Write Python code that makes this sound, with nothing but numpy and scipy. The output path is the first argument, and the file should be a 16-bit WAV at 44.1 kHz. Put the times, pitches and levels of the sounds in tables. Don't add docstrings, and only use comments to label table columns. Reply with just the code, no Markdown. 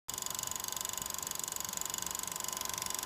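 import sys
import numpy as np
from scipy import signal
from scipy.fft import rfft, irfft
from scipy.io import wavfile
from scipy.ndimage import uniform_filter1d, map_coordinates

SR = 44100
rng = np.random.default_rng(int(sys.argv[2]) if len(sys.argv) > 2 else 0)


def field_ratio(decibels):
    return 10 ** (np.asarray(decibels, dtype=float) / 20)


def wav_record(signal):
    frames = np.transpose(np.atleast_2d(signal))
    bounded = np.clip(frames, -1, 1)
    quanta = np.round(bounded * 32767).astype(np.int16)
    wavfile.write(sys.argv[1], SR, quanta)


N = 134505
TURN_S = .0419177


def level(x, db):
    return x * field_ratio(db) / np.sqrt(np.mean(x ** 2))


def ring(x, hz, t60):
    radius = np.exp(-np.log(1000) / (t60 * SR))
    angle = 2 * np.pi * hz / SR
    return signal.lfilter([1, 0, -1], [1, -2 * radius * np.cos(angle), radius * radius], x)


def colour(x, points):
    hz, db = np.transpose(points)
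    f = np.fft.rfftfreq(len(x), 1 / SR) + 1
    return irfft(rfft(x) * field_ratio(np.interp(np.log(f), np.log(hz), db)), len(x))


def walk(rate):
    hold = int(SR / rate)
    steps = np.repeat(rng.standard_normal(N // hold + 1), hold)
    return 1.5 * uniform_filter1d(uniform_filter1d(steps, hold), hold)[:N]


# multiple of the tooth rate, level in dB rms.
WHINE = [(1, -55), (2, -70.5)]


def gear_whine(turn, near):
    teeth = 43
    out = np.zeros(N)
    for multiple, db in WHINE:
        swell = field_ratio(db + 2.5 + 4.6 * near + 0.72 * walk(16))
        out += swell * np.sin(2 * np.pi * multiple * teeth * turn)
    return out


# pitch in Hz, level in dB rms, width in Hz.
MOTOR = [(1075.3, -64, 8), (4950, -63, 130), (5750, -66, 140), (3050, -70, 90), (3520, -70, 90),
         (6950, -69, 90)]


def motor():
    out = np.zeros(N)
    for hz, db, width in MOTOR:
        t60 = np.log(1000) / np.pi / width
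        out += level(ring(rng.standard_normal(N), hz, t60), db)
    return out


# frequency in Hz, level in dB per Hz.
CAMS = [(250, -21), (370, -4), (480, -16.5), (620, -4.5), (770, -9.5), (930, 2), (1300, -15), (2600, -21.5)]


def cam_rumble(turn, near):
    played = []
    for _ in range(2):
        outline = colour(irfft(np.exp(2j * np.pi * rng.random(925))), CAMS)
        played.append(map_coordinates(outline, [turn % 1 * len(outline)], mode="grid-wrap"))
    return level(played[0] + 0.22 * walk(4.77) * played[1], -51.5) * field_ratio(3.6 * near)


def drive(t, near):
    turn = t / TURN_S + 0.00098 * walk(5.2)
    return gear_whine(turn, near) + motor() + cam_rumble(turn, near)


# frequency in Hz, level in dB per Hz.
FAN = [(25, 2), (50, -0.5), (190, 0.5), (280, -4.5), (1400, -6), (2300, -11.5), (6000, -14), (15500, -19.5)]


def fan():
    air = rfft(colour(rng.standard_normal(N), FAN))
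    octave = np.log2(np.fft.rfftfreq(N, 1 / SR) + 1)
    out = np.zeros(N)
    for centre in range(4, 16):
        band = np.clip(1 - abs(octave - centre), 0, 1) ** .5
        out += field_ratio(1.4 * walk(24.88)) * irfft(air * band, N)
    return level(out, -50)


# time in ms after the strike, level in dB.
CONTACTS = [
    (-.9, -18),
    (-.4, -9),
    (-.05, 0),
    (.45, 0),
    (1., -5),
    (1.6, -3),
    (3.1, -9),
    (4.4, -14),
    (5.5, -14),
    (7.3, -15),
]


def strikes():
    first_s, wander_s = .0947, .00008
    contact_ms, slide_ms, slide_db, scatter_db = .16, 2.4, -29, 1.
    same_share = .85
    lift_db_per_ms = .6

    ms = np.arange(-256, 512) * 1000 / SR
    turns = int(N / SR / TURN_S) + 1
    chance = rng.standard_normal((turns, len(CONTACTS)))
    env = field_ratio(slide_db) * np.exp(-abs(ms) / slide_ms)
    for k, (at, db) in enumerate(CONTACTS):
        bounce = np.exp(-((ms - at) / contact_ms) ** 2)
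        env = env + field_ratio(db + scatter_db * chance[:, k:k + 1]) * bounce

    same = np.sign(rng.standard_normal(len(ms)))
    drift = np.sqrt(2) * uniform_filter1d(rng.standard_normal(env.shape), size=2, axis=0)
    force = env * (np.sqrt(same_share) * same + np.sqrt(1 - same_share) * drift)
    lift_db = np.array([0 * ms, lift_db_per_ms * np.clip(ms, -2, 8)])
    force = force[:, None] * field_ratio(lift_db)

    out = np.zeros((2, N + 4096))
    late = wander_s * walk(5)
    for k in range(turns):
        at = first_s + k * TURN_S
        i = int(round((at + late[min(int(at * SR), N - 1)]) * SR)) - 256
        out[:, i:i + len(ms)] += force[k]
    return out[:, :N]


def body(force, modes, near):
    out = np.zeros(N)
    for k, (hz, db, t60, gain_db) in enumerate(modes):
        swell = field_ratio(db + gain_db * near + 0.95 * walk(9.85))
        out += (-1) ** k * swell * level(ring(force, hz, t60), 0)
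    return out


# pitch in Hz, level in dB, t60 in seconds, gain in dB when near.
CLAW = [(5560, -17, 0.0095, 15.5), (5920, -8.5, 0.015, 4.5), (6240, -8, 0.013, 4.5), (6596, 1, 0.0063, 1.5),
        (6930, 2.5, 0.01, -2.5), (7410, -9.5, 0.02, 5), (7857, -1.5, 0.0054, -3.5), (9620, -11, 0.0049, 6),
        (10580, -12, 0.0063, 7.5), (11610, -7, 0.0035, 3.5), (12380, -9, 0.0055, -2),
        (13500, -11, 0.0049, 5), (14100, -8.5, 0.0056, 0), (14700, -6.5, 0.0047, -2)]
FRAME = [(977, -15, 0.053, 10), (1530, -11, 0.027, 4), (2000, -14, 0.0074, 7.5), (2725, -13, 0.011, 5),
         (2950, -7, 0.066, -2.5), (3280, -6.5, 0.026, 4), (3558, -5.5, 0.02, 1.5), (3970, -9.5, .014, 3),
         (4527, -5, 0.013, 0), (4930, -6.5, 0.024, 3.5), (5350, -10, 0.0071, -2)]


def clatter(near):
    force, shake = strikes()
    claw = field_ratio(-46) * body(force, CLAW, near)

    frame_late_ms = 0.772
    late = map_coordinates(shake, [np.arange(N) - frame_late_ms * SR / 1000], order=1)
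    no_bass = signal.butter(2, 700, "highpass", fs=SR, output="sos")
    frame = field_ratio(-51) * signal.sosfilt(no_bass, body(late, FRAME, near))

    crack_hz = 11060
    crack_band = signal.butter(2, [crack_hz * .4, crack_hz * 1.33], "bandpass", fs=SR)
    crack = level(signal.lfilter(*crack_band, force), -51.5)
    return claw + frame + crack


def room(hits, t):
    room_db, t60_s, rise_s = -14, 0.04, 0.0013
    t = t[:9000]
    tail = rng.standard_normal(9000) * field_ratio(-60 * t / t60_s) * np.clip(t / rise_s, 0, 1)
    return signal.fftconvolve(hits, level(tail, room_db) / np.sqrt(9000))[:N]


# middle in seconds, length in seconds, level in dB, pitch in Hz.
HUMS = [
    (0.124, 0.064, -57.5, 122.5),
    (0.442, 0.084, -57, 125),
    (0.603, 0.056, -63, 161),
    (1.694, 0.027, -49, 180),
    (1.757, 0.024, -57, 185),
    (2.045, .12, -56, 180),
    (2.326, 0.096, -60.5, 170.3),
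    (2.55, 0.032, -57, 180),
    (2.783, 0.045, -53, 180),
    (2.873, .05, -54, 185),
]


def table(t):
    out = np.zeros(N)
    for at, length, db, hz in HUMS:
        out += field_ratio(db + 4) * np.exp(-((t - at) / length * 2) ** 2) * np.sin(2 * np.pi * hz * t)

    bump_s, bump_ms, bump_db = 1.0157, .7, -34
    u = (t - bump_s) * 1000 / bump_ms
    push = np.exp(np.minimum(u, 0))
    recoil = np.exp(-(u * 3) ** 2) - .5 * u * np.exp(-np.maximum(u, 0))
    return out + field_ratio(bump_db) * np.where(u < 0, push, recoil)


# time in seconds, nearness from 0 to 1, level in dB.
NEAR = [
    (0, 0, -0.5),
    (.8, 0.2, .5),
    (1.5, 0, 0),
    (2.2, 0.2, 0.5),
    (2.45, 0.58, 0),
    (2.7, 1, -0.5),
    (2.85, 0.85, 0.5),
    (3.05, .6, 1),
]


def scene():
    t = np.arange(N) / SR
    at, nearness, level_db = np.transpose(NEAR)
    near = np.interp(t, at, nearness)
    hits = clatter(near)
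    machine = hits + room(hits, t) + drive(t, near) + fan()
    return (machine * field_ratio(np.interp(t, at, level_db)) + table(t))[None]


def top_cut(x):
    return signal.sosfilt(signal.butter(12, 16460, fs=SR, output="sos"), x)


# centre in Hz, width in Hz, depth in dB.
PORT_DIPS = [(9100, 700, -5), (13100, 400, -9)]


def record(dry):
    start_s = .0838
    x = signal.sosfilt(signal.butter(3, 42, "highpass", fs=SR, output="sos"), dry)
    x = x * (np.arange(N) > start_s * SR)
    for hz, width, db in PORT_DIPS:
        x = x - (1 - field_ratio(db)) * signal.lfilter(*signal.iirpeak(hz, hz / width, fs=SR), x)
    x = signal.sosfilt(signal.ellip(5, .5, 14, 15130, fs=SR, output="sos"), x)
    x = signal.sosfilt(signal.butter(7, 15500, fs=SR, output="sos"), x)
    return top_cut(x)


dry = scene()
out = record(dry)
wav_record(out)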